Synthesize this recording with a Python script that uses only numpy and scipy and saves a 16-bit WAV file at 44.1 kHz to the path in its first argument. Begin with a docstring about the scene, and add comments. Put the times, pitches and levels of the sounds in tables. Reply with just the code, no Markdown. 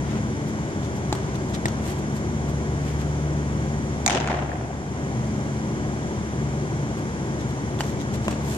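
"""Fielding practice on artificial turf in a big hollow hall, stereo.
Throughout, ventilation (filtered noise) rushes and a hum of three harmonics swells as if two fans beat.
Shoes scuff the turf from the start (bursts of tiny ticks); near 1.1 s a ball hops (struck modes and crushed
grass) and then slaps into a glove. At 4.1 s a pitch cracks into a mitt close by, echoes off walls and roof,
and makes the recorder's gain duck. Steps return near 7 s, and a second ball hops and is caught by 8.3 s."""
import sys
import numpy as np
from scipy import signal
from scipy.fft import rfft, irfft, next_fast_len
from scipy.io import wavfile
from scipy.ndimage import uniform_filter1d, minimum_filter1d

SR = 44100
rng = np.random.default_rng(int(sys.argv[2]) if len(sys.argv) > 2 else 0)


def inscribe(sig):
    """Save sig as 16-bit PCM at rate SR to the path in sys.argv[1].

    A 1-D sig is mono; a 2-D sig holds one channel per row.
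    Samples are clipped to [-1, 1] before scaling.
    """
    pcm = np.round(np.clip(np.atleast_2d(sig).T, -1, 1) * 32767)
    wavfile.write(sys.argv[1], SR, pcm.astype(np.int16))


N = 377937
TIME = np.arange(N) / SR

# relative spectrum of turf scuffs and of the small ticks: frequency_hz, density_db (per Hz)
TURF_SPECTRUM = [(300, -23), (1000, 15), (3200, 15), (5000, 9.5), (7500, 11), (10000, -1.5), (13000, -9.5),
                 (15000, -22)]


def from_db(db):
    """Decibels are twenty times the logarithm of an amplitude ratio."""
    return 10 ** (np.asarray(db) / 20)


def rms_one(x):
    """Normalise to unit root-mean-square, the measure of mean power."""
    return x / np.sqrt(np.mean(x ** 2) + 1e-20)


def bins(size):
    """Frequencies (Hz) of a real Fourier transform, spaced by the inverse of its duration."""
    return np.maximum(np.arange(size // 2 + 1) * SR / size, 1)


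def at_hz(points, hz):
    """Interpolate a table along logarithmic frequency, on which octaves are equal steps."""
    points = np.array(points)
    return np.interp(np.log(hz), np.log(points[:, 0]), points[:, 1])


def add(out, sound, s):
    """Superposition: pressures add, so a stereo sound is summed in at its start time."""
    start = int(s * SR)
    out[:, start:start + sound.shape[1]] += sound[:, :N - start]


def sides(db):
    """Interaural level difference, split evenly into left and right gains."""
    return from_db(np.array([[.5], [-.5]]) * db)


def arrival(hz, lead_ms):
    """Arrival-time difference as a phase turn; a positive lead reaches the left port first."""
    delay_ms = np.maximum([[-lead_ms], [lead_ms]], 0)
    return np.exp(-2j * np.pi * hz * delay_ms / 1000)


def treble_loss(hz, loss_db, corner_hz=1000):
    """Treble absorption: a gain falling by loss_db an octave above a corner (rising if negative)."""
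    return from_db(-loss_db * np.log2(np.maximum(hz / corner_hz, 1)))


def resonance(hz, centre_hz, width):
    """Resonance curve of unit height; its half-width at half height is a share of the centre."""
    return 1 / (1 + ((hz - centre_hz) / (width * centre_hz)) ** 2)


def causal(gain):
    """Minimum phase, by folding the cepstrum: a response of this magnitude with nothing before the blow."""
    cepstrum = irfft(np.log(gain + 1e-9))
    half = len(cepstrum) // 2
    cepstrum[1:half] *= 2
    cepstrum[half + 1:] = 0
    return np.exp(rfft(cepstrum))


def ventilation(air_db=-28.5, lead_ms=0.2424):
    """Turbulence is broadband noise, here with coloured bands: part from the left, part from all round."""
    # relative spectrum of the rushing air: frequency_hz, density_db (per Hz)
    air_spectrum = [(20, -33), (40, -19.5), (55, -11), (85, -3), (105, 0), (122, 0.5), (170, -3), (200, -1),
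                    (255, -5.5), (315, -6.5), (390, -9.5), (450, -11.5), (700, -14), (1000, -16.5),
                    (1300, -23), (1650, -20.5), (2050, -26.5), (3000, -41.5), (4200, -36.5), (5300, -34.5),
                    (5900, -31.5), (7000, -32), (8300, -40.5), (10300, -49.5), (11800, -61), (14000, -71.5)]
    # narrow hums and broad coloured bands in the rushing air: centre_hz,
    # width_hz (half-width at half amplitude), level_db
    air_bands = [(122.2, 2.6, -40), (291.5, 1.34, -42), (322, 1.5, -43), (366.4, 2.3, -44.5),
                 (388.6, 11, -44), (1890, 15, -57.5), (2125, 300, -50.5), (3144, 520, -52.5),
                 (6100, 140, -56), (6960, 60, -60.5), (10280, 420, -69.5)]
    # power share straight from the ducts on the left: frequency_hz, share (0-1)
    duct_share = [(100, 0.95), (400, 1), (700, 0.96), (1200, 0.67), (1750, 0.88), (2600, 0), (3300, 0.24),
                  (4800, 0), (6000, 0.72), (7400, 0), (9000, 0)]
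    size = 2 * next_fast_len(N // 2 + 1)
    hz = bins(size)
    power = (from_db(air_db) * rms_one(from_db(at_hz(air_spectrum, hz)))) ** 2
    for centre_hz, width_hz, level_db in air_bands:
        band = rms_one(1 / (1 + ((hz - centre_hz) / width_hz) ** 2))
        power = power + (from_db(level_db) * band) ** 2
    share = np.clip(at_hz(duct_share, hz), 0, 1)
    white = rfft(rng.standard_normal((3, size)))
    direct = np.sqrt(share) * white[0] * arrival(hz, lead_ms)
    diffuse = np.sqrt(1 - share) * white[1:]
    return irfft((direct + diffuse) * np.sqrt(power))[:, :N]


def fan_hum():
    """Blade-passage harmonics under slow envelopes, heard as two fans drifting in and out of step."""
    # course of the hum: time_s, blade_rate_hz, then blade tone, second and third harmonic
    # before weighting: first_db, second_db, third_db
    hum_course = [(0.1, 72.0, -35, -29.5, -41), (0.17, 71.7, -39, -34.5, -28),
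                  (0.96, 72.7, -41, -34.5, -40), (1.24, 71.5, -37, -42, -38), (1.31, 66.9, -39, -34, -39),
                  (1.47, 66.9, -35, -33, -35.5), (1.63, 71.6, -36, -34.5, -32),
                  (2.19, 71.9, -34.5, -32.5, -32), (3.12, 74.1, -29.5, -27, -43.5),
                  (3.38, 72.9, -30, -27, -37.5), (3.96, 73.0, -33, -35, -34), (4.38, 71.5, -29.5, -29, -35),
                  (4.66, 72.2, -35, -35.5, -39.5), (5.54, 71.7, -39.5, -32.5, -30),
                  (6.31, 70.9, -37, -36, -38), (6.43, 72.5, -34, -29.5, -37.5),
                  (7.17, 71.9, -41, -33, -41.5), (7.73, 70.6, -39, -33.5, -44),
                  (8.38, 72.0, -35.5, -38.5, -32.5), (8.45, 71.6, -34, -34, -34)]
    # weights of the three harmonics: weight_db
    harmonic_weights = (-1, -1, -2)
    time_s, *columns = np.transpose(hum_course)
    blade_hz, *levels_db = [np.interp(TIME, time_s, column) for column in columns]
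    phase = 2 * np.pi * np.cumsum(blade_hz) / SR
    hum = 0
    for harmonic, (weight_db, level_db) in enumerate(zip(harmonic_weights, levels_db), 1):
        # the root of two makes the decibels root-mean-square levels
        hum = hum + np.sqrt(2) * from_db(weight_db + level_db) * np.sin(harmonic * phase)
    return hum


def light_steps(gap_s=0.52, jitter_s=0.021):
    """Gait is nearly periodic: faint scuffs at an uneven walking pace; rows as for the scuffs."""
    # spells with the fielder near: start_s, end_s
    footwork = [(0.449, 2.7), (7.0, 7.8)]
    level_db, half_s, loss_db, ring_db = -49, 0.013, -3, 0
    return [(s + jitter_s * rng.standard_normal(), level_db, half_s, loss_db, ring_db)
            for start_s, end_s in footwork for s in np.arange(start_s, end_s, gap_s)]


def scuffs(grain_db=2.0, pan_db=1.5, clump_db=2.5, flicks_per_s=9000):
    """Friction as random impulses: grass blades flick past a sole in clumps; a hard plant rings the sole."""
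    # shoes brushing the turf: centre_s, level_db (before the swell), half_s (of the swell),
    # loss_db (per octave of treble), ring_db (of the sole)
    brushes = [(0.13, -41, 0.049, 4, 0), (0.843, -44, 0.017, -1, 7), (1.354, -40.5, .0081, -0.5, 4),
               (1.551, -36, 0.01, 0, 7), (1.887, -39.5, 0.036, -2.5, -2), (2.165, -46, .017, -3, -4),
               (2.887, -44, 0.044, 1, -6), (3.009, -40.5, 0.016, 1, -2), (7.413, -44, 0.012, 0, 10),
               (7.807, -33, 0.0087, 0.5, -5), (7.88, -44.5, 0.03, -5, 6), (8.013, -41, 0.014, -1, 8),
               (8.149, -41, 0.013, -2.5, 1), (8.254, -42.5, 0.014, -1, 4), (8.33, -46, 0.024, 5, 0),
               (8.518, -40.5, 0.055, -4, -2)]
    out, hz = np.zeros((2, N)), bins(size=16384)
    t = np.arange(2 * (len(hz) - 1)) / SR
    knots = np.arange(0, t[-1], .002)
    sole = sum(resonance(hz, mode_hz, width=0.12) for mode_hz in (3670, 6060))
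    for centre_s, level_db, half_s, loss_db, ring_db in brushes + light_steps():
        clumps_db = clump_db * np.interp(t, knots, rng.standard_normal(len(knots)))
        grains_db = grain_db * np.minimum(rng.exponential(1, len(t)), 4)
        flicks = rng.standard_normal((2, len(t))) * from_db(clumps_db + grains_db)
        # only a random few samples hold a flick
        flicks *= rng.random(len(t)) < flicks_per_s / SR
        colour = from_db(at_hz(TURF_SPECTRUM, hz) + ring_db * sole) * treble_loss(hz, loss_db)
        swish = rms_one(irfft(rfft(flicks) * colour))
        start_s = max(centre_s - t[-1] / 2, 0)
        swell = np.exp(-.5 * ((start_s + t - centre_s) / half_s) ** 2)
        add(out, from_db(level_db) * sides(pan_db) * swish * swell, start_s)
    return out


def slap(colour, length_s, lead_ms, scatter, snap, pan_db=0):
    """Impact: a brief noisy crush, partly different at each port, with a pressure spike at full force."""
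    rise_s = 0.00045  # time to full force
    shadow_hz = 2500  # above this the recorder's body shades the far port
    size = 2 * (len(colour) - 1)
    t, hz = np.arange(size) / SR, bins(size)
    force = np.minimum(t / rise_s, 1) * np.exp(-np.maximum(t - rise_s, 0) / length_s)
    crush = rng.standard_normal((3, size)) * force
    scatter = np.clip(scatter, 0, 1)
    ports = np.sqrt(1 - scatter) * crush[0] + np.sqrt(scatter) * crush[1:]
    ports[:, np.argmax(force)] += snap
    shadow = sides(pan_db * hz / np.hypot(hz, shadow_hz))
    sound = irfft(rfft(ports) * causal(colour) * arrival(hz, lead_ms) * shadow)
    return rms_one(sound) * np.sqrt(np.mean(force ** 2))


def knock(modes, favoured_hz, lift_db, lead_ms):
    """Modal excitation: damped modes struck together; the spot that is hit favours those near one pitch."""
    size = 4096
    t = np.arange(size) / SR
    ring = 0
    for mode_hz, level_db, t60_s in modes:
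        strength = from_db(level_db + lift_db * resonance(mode_hz, favoured_hz, width=.17))
        decay = np.exp(-np.log(1000) * t / t60_s)
        ring = ring + strength * np.sin(2 * np.pi * mode_hz * t) * decay
    return irfft(rfft(ring) * arrival(bins(size), lead_ms))


def hall_tail(colour, build_s, grain_db, port_gap_ms=0.41, late_bass_hz=250):
    """Diffuse reverberation: builds up, bass last, and dies band by band; alike at both ports only in the bass."""
    # reverberation time of the hall: frequency_hz, t60_s
    hall_t60 = [(200, 0.82), (750, 2.57), (1600, 2), (3200, 0.97), (6500, 0.54), (13000, 0.23)]
    size = 2 * SR
    t, hz = np.arange(size) / SR, bins(size)
    knots = np.linspace(0, t[-1], num=500)
    clumps = rms_one(from_db(grain_db * np.interp(t, knots, rng.standard_normal(len(knots)))))
    mid, side = rfft(rng.standard_normal((2, size)) * clumps)
    # coherence of a diffuse field between two spaced ports
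    alike = np.sinc(2 * hz * port_gap_ms / 1000)
    field = np.sqrt((1 + alike) / 2) * mid + np.sqrt((1 - alike) / 2) * side * [[1], [-1]]
    field *= rms_one(from_db(at_hz(colour, hz)))
    centres, out = np.geomspace(150, 14000, num=10), 0
    for centre_hz, weights in zip(centres, np.eye(len(centres))):
        band = irfft(field * np.interp(np.log(hz), np.log(centres), weights))
        band_build_s = build_s * (1 + late_bass_hz / centre_hz)
        build = 1 - np.exp(-np.square(np.square(t / band_build_s)))
        out = out + band * build * np.exp(-np.log(1000) * t / at_hz(hall_t60, centre_hz))
    return out


def ground_balls(room_db=-36.5, echo_db=-29.0, echo_length_s=0.0084, wall_loss_db=0.0):
    """Impact and reflection: hops and glove slaps each knock, crunch, echo off a wall and leave a faint tail."""
    # hops on the turf: start_s, knock_db, favoured_hz, lift_db, crunch_db, crunch_length_s,
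    # crunch_peak_hz, crunch_lift_db, left_lead_ms, wall_delay_s
    hops = [(1.1266, -1, 750, 3.5, -20.5, 0.0031, 4470, 6, 0.11, 0.024),
            (7.8066, -4.5, 900, 5.5, -18, 0.0023, 2760, 3.5, 0.058, .029)]
    # slaps into the fielder's glove: columns as for the hops
    catches = [(1.6561, -2, 1930, 14, -18.5, 0.0019, 4270, 6, 0.374, .0268),
               (8.2815, -0.81, 1000, 8, -19, 0.0013, 2600, 12, 0.18, .0278)]
    # ball on turf: frequency_hz, level_db (before the favoured lift), t60_s
    hop_modes = [(370, -19, 0.018), (685, -17.5, 0.017), (840, -17, 0.025), (1630, -20, 0.0088)]
    # ball in the pocket of the glove: columns as for the turf
    glove_modes = [(363, -17, 0.016), (630, -10, 0.0099), (1030, -23.5, 0.02), (1860, -25.5, 0.022)]
    # relative spectrum of crushed grass or leather: frequency_hz, density_db (per Hz)
    crunch_spectrum = [(200, -18), (700, 8), (1400, 5), (2200, -2), (2800, 2.5), (3500, 1.5), (5200, -1),
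                       (7600, 3.5), (10500, -18.5), (14000, -28)]
    # relative spectrum of the ball's wall echo and tail: frequency_hz, density_db (per Hz)
    ball_spectrum = [(80, -15), (250, -4), (600, 10.5), (1300, 3), (2500, -6), (3400, -5.5), (5300, -7),
                     (8000, -7), (10500, -23), (14000, -30)]
    out, hz = np.zeros((2, N)), bins(size=4096)
    tail = hall_tail(ball_spectrum, build_s=0.0038, grain_db=0.0)
    off_wall = from_db(at_hz(ball_spectrum, hz)) * treble_loss(hz, wall_loss_db)
    for rows, modes in ((hops, hop_modes), (catches, glove_modes)):
        for (start_s, knock_db, favoured_hz, lift_db, crunch_db, length_s,
             peak_hz, peak_db, lead_ms, wall_s) in rows:
            add(out, from_db(knock_db) * knock(modes, favoured_hz, lift_db, lead_ms), start_s)
            peak = peak_db * resonance(hz, peak_hz, width=.35)
            colour = from_db(at_hz(crunch_spectrum, hz) + peak)
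            crunch = slap(colour, length_s, lead_ms, scatter=0.29, snap=1.5)
            add(out, from_db(crunch_db) * crunch, start_s)
            # the wall echo comes from nearly straight ahead
            echo = slap(off_wall, echo_length_s, lead_ms=0.028, scatter=0.24, snap=5.7)
            add(out, from_db(knock_db + echo_db) * echo, start_s + wall_s)
            add(out, from_db(knock_db + room_db) * tail, start_s)
    return out


def ticks(length_s=0.002, lift_db=15, width=0.091, lead_ms=0.027):
    """Short impulses, each peaked in one band: heel and ball touches, and a bright wall echo of the first catch."""
    # small ticks, the one at 1.6833 s being the wall echo: start_s, level_db, peak_hz
    small_ticks = [(1.5482, -29, 3900), (1.6633, -31, 4020), (1.6833, -27.5, 5900), (7.79, -33, 3500),
                   (7.812, -28, 2970), (8.3143, -38, 2700), (8.3264, -32, 2550)]
    out, hz = np.zeros((2, N)), bins(size=4096)
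    for start_s, level_db, peak_hz in small_ticks:
        colour = from_db(at_hz(TURF_SPECTRUM, hz) + lift_db * resonance(hz, peak_hz, width))
        tick = slap(colour, length_s, lead_ms, scatter=0.49, snap=4.0)
        add(out, from_db(level_db) * tick, start_s)
    return out


def rafter_echoes(count=20, spread_pan_db=9.0, loss_db=1.0, peak_hz=2400, spread_octaves=0.54, lift_db=7.0):
    """Scattering by roof trusses: small echoes, unevenly spaced, fainter the later; rows as for the echoes."""
    first_s, last_s = .13, .42
    first_db, fade_db_per_s = -33, 30
    delays_s = first_s + (last_s - first_s) * (np.arange(count) + rng.random(count)) / count
    rows = []
    for delay_s, (tint, side) in zip(delays_s, rng.standard_normal((count, 2))):
        level_db = first_db - fade_db_per_s * (delay_s - first_s)
        tinted_hz = peak_hz * 2 ** (spread_octaves * tint)
        rows.append((delay_s, level_db, spread_pan_db * side, loss_db, tinted_hz, lift_db))
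    return rows


def pitch_in_mitt(wash_db=-18.0, near_walls_db=-18.5, near_fade_s=0.025, far_wall_db=-23.0, far_wall_s=.205,
                  far_fade_s=0.3, echo_lead_ms=0.086):
    """Room impulse response: the crack, distinct echoes, near-wall boom, wash and a swell from the far end."""
    # crack straight and off the bare wall alongside: delay_s, level_db, loss_db (per octave of treble),
    # peak_hz, lift_db, left_lead_ms, pan_db (treble left minus right)
    crack_paths = [(0, -2, 0, 850, 5, -0.051, -6), (0.0151, -3, -1.5, 1910, 10, -0.326, 2)]
    # leather, then palm: after_s, level_db (within its path), length_s, loss_db (per octave of treble)
    contacts = [(0, 1, 0.00099, -1.5), (.0029, -8, 0.0028, 1.5)]
    # echoes off walls and roof: delay_s, level_db, pan_db (treble left minus right),
    # loss_db (per octave of treble), peak_hz, lift_db
    distinct_echoes = [(0.0225, -11, 4, 4, 800, 6), (.0348, -10.5, 9, 1, 3000, 6),
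                       (.0432, -14.5, -3, 0, 3300, 3), (0.064, -20, 9, 0, 6500, 3),
                       (0.111, -16.5, 6, 3, 3100, 11), (.1395, -20.5, 8, 3, 6500, 9),
                       (.1555, -20, 1, 8, 800, 5), (.182, -21.5, 2, 7, 1700, 6),
                       (.2118, -17.5, -1, 3, 7200, 5), (0.2235, -19.5, 3, 10, 1500, 5),
                       (.2355, -19.5, 3, 6, 2000, 4), (0.2532, -16.5, 2, 6, 2100, 6),
                       (0.266, -21, 0, 8, 1800, 4), (.2825, -20.5, 0, 8, 1500, 3),
                       (.3085, -26, 0, 6, 3000, 4), (.329, -24.5, 1, 8, 1600, 5),
                       (.363, -27.5, 0, 8, 3000, 6), (.4305, -19, 1, 20, 750, 11),
                       (0.4532, -24, 3, 22, 1700, 9)]
    # relative spectra, each of frequency_hz, density_db (per Hz): leather pocket, crack as the walls
    # return it, boom off the near walls, wash of the hall, swell from the far end
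    leather_spectrum = [(150, -22), (480, -11), (690, 13), (1000, 7), (1250, 3), (1600, 0), (2350, 8),
                        (2950, -16), (3700, 3), (5000, -1.5), (6700, 9), (8000, -3), (9500, -8),
                        (11500, -35), (14000, -33)]
    echo_spectrum = [(150, -27), (480, -2), (720, 11), (1200, 1.5), (2200, -0.5), (3300, -6.5), (4600, -10),
                     (6600, -6), (8500, -17), (11500, -34), (14000, -52)]
    boom_spectrum = [(100, -10), (250, 4), (450, -2), (750, 6), (1300, -14), (3000, -14), (6500, -22),
                     (13000, -55)]
    wash_spectrum = [(100, -13), (240, 6), (350, 2.5), (520, -3.5), (750, 4), (1150, -11.5), (1600, -5.5),
                     (2300, -9), (3300, -8), (4500, -15), (6500, -8.5), (9000, -20), (13000, -46)]
    far_spectrum = [(100, -8), (280, 7), (500, -1), (750, 2), (1200, -4), (2200, -11), (3300, -17),
                    (4800, -21), (7000, -26), (13000, -56)]
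    pitch_s, grain_db = 4.0624, 4.0  # instant of the catch; clumpiness of the tails
    out, hz, t = np.zeros((2, N)), bins(size=4096), np.arange(2 * SR) / SR
    leather = from_db(at_hz(leather_spectrum, hz))
    for delay_s, path_db, path_loss_db, peak_hz, lift_db, lead_ms, pan_db in crack_paths:
        heard = leather * from_db(lift_db * resonance(hz, peak_hz, width=0.33))
        for after_s, level_db, length_s, loss_db in contacts:
            colour = rms_one(heard * treble_loss(hz, loss_db + path_loss_db))
            crack = slap(colour, length_s, lead_ms, scatter=0.73, snap=2.8, pan_db=pan_db)
            add(out, from_db(level_db + path_db) * crack, pitch_s + delay_s + after_s)
    for delay_s, level_db, pan_db, loss_db, peak_hz, lift_db in distinct_echoes + rafter_echoes():
        # each surface smears the crack and favours one band
        colour = from_db(at_hz(echo_spectrum, hz) + lift_db * resonance(hz, peak_hz, width=0.18))
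        colour = colour * treble_loss(hz, loss_db, corner_hz=2400)
        echo = slap(colour, 0.003, echo_lead_ms, scatter=0.65, snap=3.8, pan_db=pan_db)
        add(out, from_db(level_db) * echo, pitch_s + delay_s)
    boom = hall_tail(boom_spectrum, build_s=0.021, grain_db=grain_db)
    add(out, from_db(near_walls_db) * boom * np.exp(-t / near_fade_s), pitch_s)
    # the wash fills in behind the first echoes
    wash = hall_tail(wash_spectrum, build_s=.034, grain_db=grain_db)
    add(out, from_db(wash_db) * wash, pitch_s)
    swell = hall_tail(far_spectrum, build_s=0.011, grain_db=grain_db)
    add(out, from_db(far_wall_db) * swell * np.exp(-t / far_fade_s), pitch_s + far_wall_s)
    return out


def scene():
    """Linear superposition of the sources in the hall."""
    return ventilation() + fan_hum() + scuffs() + ground_balls() + ticks() + pitch_in_mitt()


def released(cut_db, db_per_s):
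    """Peak hold with linear release: a gain cut comes at once and lets go at a steady rate."""
    return np.maximum.accumulate(cut_db + db_per_s * TIME) - db_per_s * TIME


def gain_control(x, threshold_db=-17.0, most_db=3.0, hold_s=0.76, db_per_s=32.0):
    """Compression: a loud sound above the bass turns the gain down; it is held, then creeps back."""
    sensed = signal.sosfilt(signal.butter(2, 500, "high", fs=SR, output="sos"), x)
    power = uniform_filter1d(np.mean(sensed ** 2, axis=0), int(.03 * SR))
    level_db = 10 * np.log10(power + 1e-12)
    hold = int(hold_s * SR) // 2 * 2 + 1
    # the deepest cut of the past hold time
    cut_db = -minimum_filter1d(-np.clip(level_db - threshold_db, 0, most_db), hold, origin=hold // 2)
    pole = np.exp(-1 / (0.085 * SR))  # smoothing time of 0.085 s
    smooth_db = signal.lfilter([1 - pole], [1, -pole], released(cut_db, db_per_s))
    return x * from_db(-smooth_db)


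def limiter(x, ceiling=0.85, db_per_s=170):
    """Look-ahead limiting: peaks are seen early and pressed towards the ceiling with all around them."""
    window = int(.004 * SR)  # centred on each sample
    peak = -minimum_filter1d(-np.max(np.abs(x), axis=0), window)
    cut_db = released(20 * np.log10(np.maximum(peak / ceiling, 1)), db_per_s)
    return x * from_db(-uniform_filter1d(cut_db, window))


def record(dry):
    """Transducer chain: port colour, gain control, limiter and a steep low-pass."""
    # the two microphone ports differ in colour: frequency_hz, difference_db (left minus right)
    port_colour = [(100, 1), (400, 2), (1300, .5), (2050, 0), (2350, 3.5), (2650, -2.5), (3050, -2),
                   (3700, 0), (4400, 3), (6800, 3.5), (7700, -6.5), (9300, -6), (11000, -20),
                   (14000, -24.5)]
    size = 2 * next_fast_len(N // 2 + SR // 10)
    heard = irfft(rfft(dry, size) * sides(at_hz(port_colour, bins(size))))[:, :N]
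    levelled = limiter(gain_control(heard))
    top_cut = signal.butter(20, 15000, fs=SR, output="sos")
    return signal.sosfiltfilt(top_cut, levelled)


dry = scene()
out = record(dry)
inscribe(out)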